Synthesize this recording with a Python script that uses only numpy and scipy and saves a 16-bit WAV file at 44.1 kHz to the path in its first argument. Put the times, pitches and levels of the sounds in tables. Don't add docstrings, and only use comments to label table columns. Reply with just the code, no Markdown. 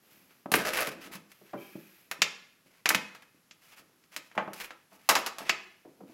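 import sys
import numpy as np
from scipy import signal
from scipy.fft import rfft, irfft
from scipy.io import wavfile
from scipy.ndimage import uniform_filter1d

SR = 44100
rng = np.random.default_rng(int(sys.argv[2]) if len(sys.argv) > 2 else 0)


def unload_wav(signal):
    wavfile.write(
        sys.argv[1],
        SR,
        np.round(np.clip(np.atleast_2d(signal).T, -1, 1) * 32767).astype(np.int16),
    )


N = 270333
TIME = np.arange(N) / SR


def snaps(typical_hz=1610, typical_t60_s=0.083, clang_db_per_octave=8.5, t60_growth_per_octave=1.5):
    # start_s, level_db (near 2 kHz), pitch_hz, edge_db, sizzle_db
    pops = [(0.5171, 9, 1100, -5, -4), (0.5391, 22, 1620, -16, -18.5), (0.554, 8.5, 2140, -11, -2.5),
            (0.7342, 8, 2190, -13.5, -12), (0.7713, 9, 2020, -14, -11), (0.786, 11.5, 2130, -23, -27),
            (0.805, 3.5, 1320, -27, -3), (0.871, 4, 1900, -12, -10.5), (1.317, -16, 2140, -7.5, -9),
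            (2.1129, 7, 1760, -10.5, -13.5), (2.2187, 20.5, 2520, -5.5, -19.5),
            (2.8565, 18.5, 2050, -12, -25), (2.89, 11.5, 2020, 2, -1.5), (2.9041, 18.5, 1670, -35.5, -27),
            (2.9145, -6.5, 1360, -15.5, -11.5), (2.9464, 18, 2060, -11, -18.5),
            (3.1486, -9.5, 1340, -11, -17), (3.222, -14.5, 1700, -13.5, -16),
            (3.5102, -13, 2670, -4, -29.5), (4.0383, -26.5, 2300, -7, -20.5), (4.1632, 3.5, 2100, -6, -12),
            (4.314, -14.5, 1680, -19, -27), (4.3516, -13.5, 850, -13.5, -16), (4.377, 13, 783, -26.5, -46),
            (4.533, -8, 1450, -3, -4.5), (4.6, -7.5, 1870, -7.5, -8.5), (4.7059, -2.5, 1500, -18, -30),
            (5.0894, 16, 882, 1.5, -5), (5.0978, 21, 1120, -24, -20), (5.1527, 15, 1165, -4.5, -14.5),
            (5.164, 12.5, 900, -16, -25.5), (5.187, -4.5, 690, -12, -6), (5.2625, 6.5, 1250, -4.5, -10),
            (5.3838, -3.5, 915, -2.5, -8), (5.4937, 19.5, 2210, -10.5, -26)]
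    corners_hz = [30, 110, 165, 850, 2200, 5000, 7300, 9000, 14000]
    out = np.zeros(N)
    overtone_ratios = rng.uniform(1.2, 4.5, (len(pops), 9))
    for (start_s, level_db, pitch_hz, edge, sizzle), ratios in zip(pops, overtone_ratios):
        octaves_down = np.log2(typical_hz / pitch_hz)
        clang = clang_db_per_octave * octaves_down
        t60_s = typical_t60_s * t60_growth_per_octave ** octaves_down
        thump = -7 - 0.3 * level_db
        corners_db = [thump - 10, thump - 10, thump, clang, 0, edge, edge - 1, sizzle + 1, sizzle - 1]
        colour_db = at_hz(np.column_stack([corners_hz, corners_db]), bins())
        patch_db = 4.5 * (bump(pitch_hz, 0.52 * pitch_hz) - 0.3)
        overtones_db = 5 * np.max([bump(pitch_hz * ratio, width_hz=90) for ratio in ratios], axis=0)
        ring = burst(t60_s, crack=1.3, crack_s=0.0018, rise_s=0.0005)
        add(out, start_s, shape(ring, level_db + colour_db + patch_db + overtones_db))
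    return out


def tearing():
    # start_s, length_s, level_db
    runs = [(0.517, 0.075, -30.5), (0.58, 0.31, -36.5), (0.645, 0.039, -28.5), (0.735, 0.093, -32),
            (0.908, 0.013, -38), (2.88, 0.066, -37.5)]
    # frequency_hz, level_db
    colour = [(40, -13), (100, -13), (160, -16.5), (330, -1), (620, 7.5), (950, -3), (1500, 4.5), (2400, 0),
              (3500, -8), (7000, -12.5), (12000, -16), (16000, -16)]
    gain = strokes(runs, attack_s=0.0096, release_s=0.011, swell_db=1, rest_db=-110)
    return gain * friction(colour, per_s=1800, spread_db=3, jerk_db=0.5)


def knocks(lowest_hz=150, pitch_share=0.54):
    # start_s, level_db, cutoff_hz, t60_s
    contacts = [(0.458, 10, 920, 0.029), (0.518, 17.5, 644, 0.07), (0.543, 23.5, 630, 0.013),
                (0.555, 12.5, 480, 0.075), (0.587, 14, 323, 0.036), (0.874, 10, 540, 0.067),
                (1.149, 3, 317, 0.06), (1.413, -4, 540, 0.091), (1.532, 13.5, 916, 0.15),
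                (1.753, 10, 443, 0.03), (2.19, 4.5, 300, 0.022), (2.659, -11, 500, 0.08),
                (2.95, 15, 384, 0.066), (3.344, -12.5, 430, 0.04), (4.366, 5.5, 760, 0.092),
                (4.378, 12, 804, 0.1), (4.413, 0, 400, 0.12), (4.475, 7.5, 1090, 0.06),
                (4.918, -10, 1250, 0.32), (5.403, 4, 1220, 0.23), (5.849, 1.5, 610, 0.17),
                (6.004, 1.5, 680, 0.091), (6.032, 0, 520, 0.095), (6.094, -2.5, 498, 0.05)]
    out, hz = np.zeros(N), bins() + 1
    highpass_power = 1 / (1 + (lowest_hz / hz) ** 8) + 0.00078
    for start_s, level_db, cutoff_hz, t60_s in contacts:
        pitch_hz = pitch_share * cutoff_hz
        lowpass_power = 1 / (1 + (hz / cutoff_hz) ** 6) + 1e-5
        band_db = 10 * np.log10(lowpass_power * highpass_power)
        mode_db = 3 * (bump(pitch_hz, 0.62 * pitch_hz) - 0.3)
        ring = burst(t60_s, crack=0.44, crack_s=0.0053, rise_s=0.001)
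        add(out, start_s, shape(ring, level_db + band_db + mode_db))
    return out


def rubbing(treble_hz=4000):
    # start_s, length_s, level_db, brightness_db
    rubs = [(0.095, 0.025, -60, 0), (0.291, 0.019, -54, -13), (0.999, 0.073, -45, -3.5),
            (1.11, 0.048, -40, 0), (1.289, 0.022, -60.5, 2), (1.444, 0.072, -59, -11),
            (2.653, 0.02, -59, -3), (2.699, 0.097, -62, -6.5), (3.607, 0.11, -59.5, 2.5),
            (3.712, 0.025, -49.5, -8), (3.757, 0.04, -51, 0), (4.111, 0.037, -50, -2),
            (4.21, 0.065, -66, 4), (4.545, 0.05, -48, 3), (4.595, 0.02, -32.5, -3.5),
            (4.632, 0.016, -37.5, -0.5), (4.902, 0.057, -63, 6), (4.982, 0.14, -61, -1),
            (5.387, 0.047, -43.5, -8.5), (5.444, 0.065, -39.5, -23), (6.066, 0.07, -63.5, 0)]
    # frequency_hz, level_db
    colour = [(40, -5), (170, -23), (450, 2), (900, 2), (2300, 6.5), (3800, -2.5), (7000, -5.5),
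              (12000, -8), (16000, -4.5)]
    slips = friction(colour, per_s=3300, spread_db=0.5, jerk_db=0.5)
    treble = signal.sosfilt(signal.butter(1, treble_hz, "high", fs=SR, output="sos"), slips)
    motion = dict(attack_s=0.012, release_s=0.013, swell_db=1.5, rest_db=-76.5)
    body_gain = strokes([(s, length, db) for s, length, db, _ in rubs], **motion)
    treble_gain = strokes([(s, length, db + bright) for s, length, db, bright in rubs], **motion)
    return body_gain * (slips - treble) + treble_gain * treble


def wire(let_go_s=1.57, rise_s=0.019, waver_hz=20):
    # pitch_hz, level_db, t60_s
    modes = [(2330, -47.5, 0.71), (2530, -53.5, 1.2), (3155, -50, 0.46), (1340, -58.5, .8),
             (1650, -61, 1.3)]
    # start_s, length_s, level_db
    slides = [(0, 0.41, -65), (0.09, 0.091, -65), (1.3, 0.33, -64.5), (1.56, 0.45, -57.5),
              (2.025, 0.013, -63)]
    # frequency_hz, level_db
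    colour = [(40, -30), (1200, -3.5), (2500, 1.5), (4000, -6.5), (9000, -9.5), (11500, -6), (12300, 0),
              (13200, -2.5), (16000, -3)]
    age, song = np.maximum(TIME - let_go_s, 0), 0
    for pitch_hz, level_db, t60_s in modes:
        wavering_hz = pitch_hz + waver_hz * flutter(35)
        envelope = from_db(level_db - 60 * age / t60_s) * flutter(40)
        song = song + envelope * np.sin(2 * np.pi * np.cumsum(wavering_hz) / SR)
    hiss = rms_one(shape(grains(per_s=7900, spread_db=2.5), at_hz(colour, bins())))
    hiss_gain = strokes(slides, attack_s=0.035, release_s=0.05, swell_db=-4.5, rest_db=-88.5)
    return song * (1 - np.exp(-age / rise_s)) + hiss_gain * hiss


def wobbling():
    # start_s, length_s, level_db
    flexes = [(0, 0.35, -66), (0.86, 0.28, -52), (1.55, 0.23, -65), (1.88, 0.42, -68.5),
              (3.77, 0.043, -58.5), (4.4, 0.08, -52.5), (5.36, 0.078, -64), (5.86, 0.2, -63),
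              (6.07, 0.051, -56)]
    # frequency_hz, level_db
    colour = [(40, -25.5), (120, -8.5), (190, -1.5), (300, 3.5), (500, -3.5), (900, -9), (2000, -31),
              (16000, -60)]
    gain = strokes(flexes, attack_s=0.032, release_s=0.07, swell_db=-0.5, rest_db=-92)
    return gain * friction(colour, per_s=260, spread_db=-0.5, jerk_db=4.5)


def liner(x, valley_db=-4, valley_below_hz=3000):
    # pitch_hz, width_hz, lift_db
    modes = [(164, 4.7, 8), (197, 24, 6), (261, 17, 4), (329.5, 16, 5), (367, 11, 1.5), (435, 4.7, 2),
             (657, 46, 3), (877, 16, 2.5), (1014, 8.5, 0.5), (1101, 30, 3.5), (1291, 22, 6.5),
             (1500, 21, 3), (1650, 20, 0), (1740, 22, 0), (2090, 23, 0), (2680, 240, 2.5)]
    peaks_db = sum(lift_db * bump(pitch_hz, width_hz) for pitch_hz, width_hz, lift_db in modes)
    return shape(x, peaks_db + valley_db / (1 + (bins() / valley_below_hz) ** 2))


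def room(x, build_s=0.0011, early_s=0.038, size=32768):
    # frequency_hz, t60_s
    decay = [(100, 0.59), (300, 0.54), (900, 0.51), (2300, 0.67), (6000, 0.56), (14000, 0.35)]
    # frequency_hz, level_db
    send = [(100, -7), (300, 0.5), (900, -5), (2300, -9.5), (6000, -11), (14000, -18)]
    t, response = np.arange(size) / SR, signal.unit_impulse(size)
    noise_spectrum = rfft(rng.standard_normal(size))
    centres_hz = np.geomspace(100, 14000, num=8)
    build_up = 1 - np.exp(-(t / build_s) ** 2)
    for hz, share in zip(centres_hz, np.eye(len(centres_hz))):
        fade = build_up * (from_db(-60 * t / at_hz(decay, hz)) + np.exp(-t / early_s))
        band = irfft(noise_spectrum * at_hz(np.column_stack([centres_hz, share]), bins(size)))
        response = response + band * fade / np.linalg.norm(fade) * from_db(at_hz(send, hz))
    return signal.fftconvolve(x, evened(response, size=41))[:N]


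def room_tone(level_db=-67):
    # frequency_hz, level_db
    colour = [(30, -20), (55, -19.5), (100, -6.5), (170, 0), (310, -4), (700, -12.5), (1300, -9.5),
              (2400, -13.5), (4500, -16), (9000, -16.5), (16000, -17)]
    return from_db(level_db) * rms_one(shape(rng.standard_normal(N), at_hz(colour, bins())))


def friction(colour, per_s, spread_db, jerk_db, spots=4):
    slips = 0
    for _ in range(spots):
        run = grains(per_s / spots, spread_db) * from_db(jerk_db * flutter(50))
        ring = burst(t60_s=0.0087, crack=8.3, crack_s=0.00024, rise_s=0.00005)
        slips = slips + signal.oaconvolve(run, ring)[:N]
    return rms_one(shape(slips, at_hz(colour, bins())))


def burst(t60_s, crack, crack_s, rise_s, size=8192):
    t = np.arange(size) / SR
    fade = from_db(-60 * t / t60_s) + crack * np.exp(-t / crack_s)
    rise = 1 - np.exp(-t / rise_s)
    return evened(rng.standard_normal(size) * rise * fade, size=65)


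def grains(per_s, spread_db):
    sizes = from_db(spread_db * np.minimum(rng.exponential(1, N), 4))
    signs = rng.choice([-1, 1], N)
    return rms_one(sizes * signs * (rng.random(N) < per_s / SR))


def strokes(rows, attack_s, release_s, swell_db, rest_db):
    t, gain = TIME[::32], from_db(rest_db)
    for start_s, length_s, level_db in rows:
        age = np.maximum(t - start_s, 0)
        attack = 1 - np.exp(-(age / attack_s) ** 2)
        release = np.exp(-np.maximum(age - length_s, 0) / release_s)
        pressure_db = swell_db * (np.minimum(age / length_s, 1) - 0.5)
        gain = gain + attack * release * from_db(level_db + pressure_db)
    return np.interp(TIME, t, gain)


def flutter(rate_hz):
    pole = np.exp(-2 * np.pi * rate_hz / SR)
    return rms_one(signal.lfilter([1], [1, -2 * pole, pole * pole], rng.standard_normal(N)))


def shape(x, gain_db):
    cepstrum = irfft(np.log(from_db(gain_db)))
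    half = len(cepstrum) // 2
    folded = np.concatenate([cepstrum[:1], 2 * cepstrum[1:half], np.zeros(half)])
    return signal.oaconvolve(x, irfft(np.exp(rfft(folded))))[:len(x)]


def evened(x, size):
    power = uniform_filter1d(np.abs(rfft(x)) ** 2, size=size)
    return shape(x, -10 * np.log10(np.abs(power) + 1e-12))


def bump(hz, width_hz):
    return 1 / (1 + (2 * (bins() - hz) / width_hz) ** 2)


def bins(size=8192):
    return np.fft.rfftfreq(size, 1 / SR)


def at_hz(points, hz):
    freqs, values = np.transpose(points)
    return np.interp(np.log(hz + 1), np.log(freqs), values)


def add(out, start_s, sound):
    start = int(round(start_s * SR))
    out[start:start + len(sound)] += sound[:N - start]


def from_db(db):
    return 10 ** (np.asarray(db) / 20)


def rms_one(x):
    return x / np.sqrt(np.mean(x ** 2) + 1e-20)


def scene():
    tear, wobble = tearing(), wobbling()
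    at_crate = liner(snaps() + knocks() + tear + rubbing() + wobble) + wire()
    hush = room_tone()
    return (room(at_crate) + hush)[None]


def record(dry, cutoff_hz=15850):
    # frequency_hz, gain_db
    response = [(30, -0.5), (3000, -1), (3600, -1.5), (5000, 0.5), (7000, -2), (8500, -4.5), (9700, -3),
                (11300, 2.5), (13500, -3.5), (16000, -7.5)]
    coloured = shape(dry[0], at_hz(response, bins()))
    lowpass = signal.ellip(10, 0.2, 70, cutoff_hz, fs=SR, output="sos")
    return signal.sosfilt(lowpass, coloured)[None]


dry = scene()
out = record(dry)
unload_wav(out)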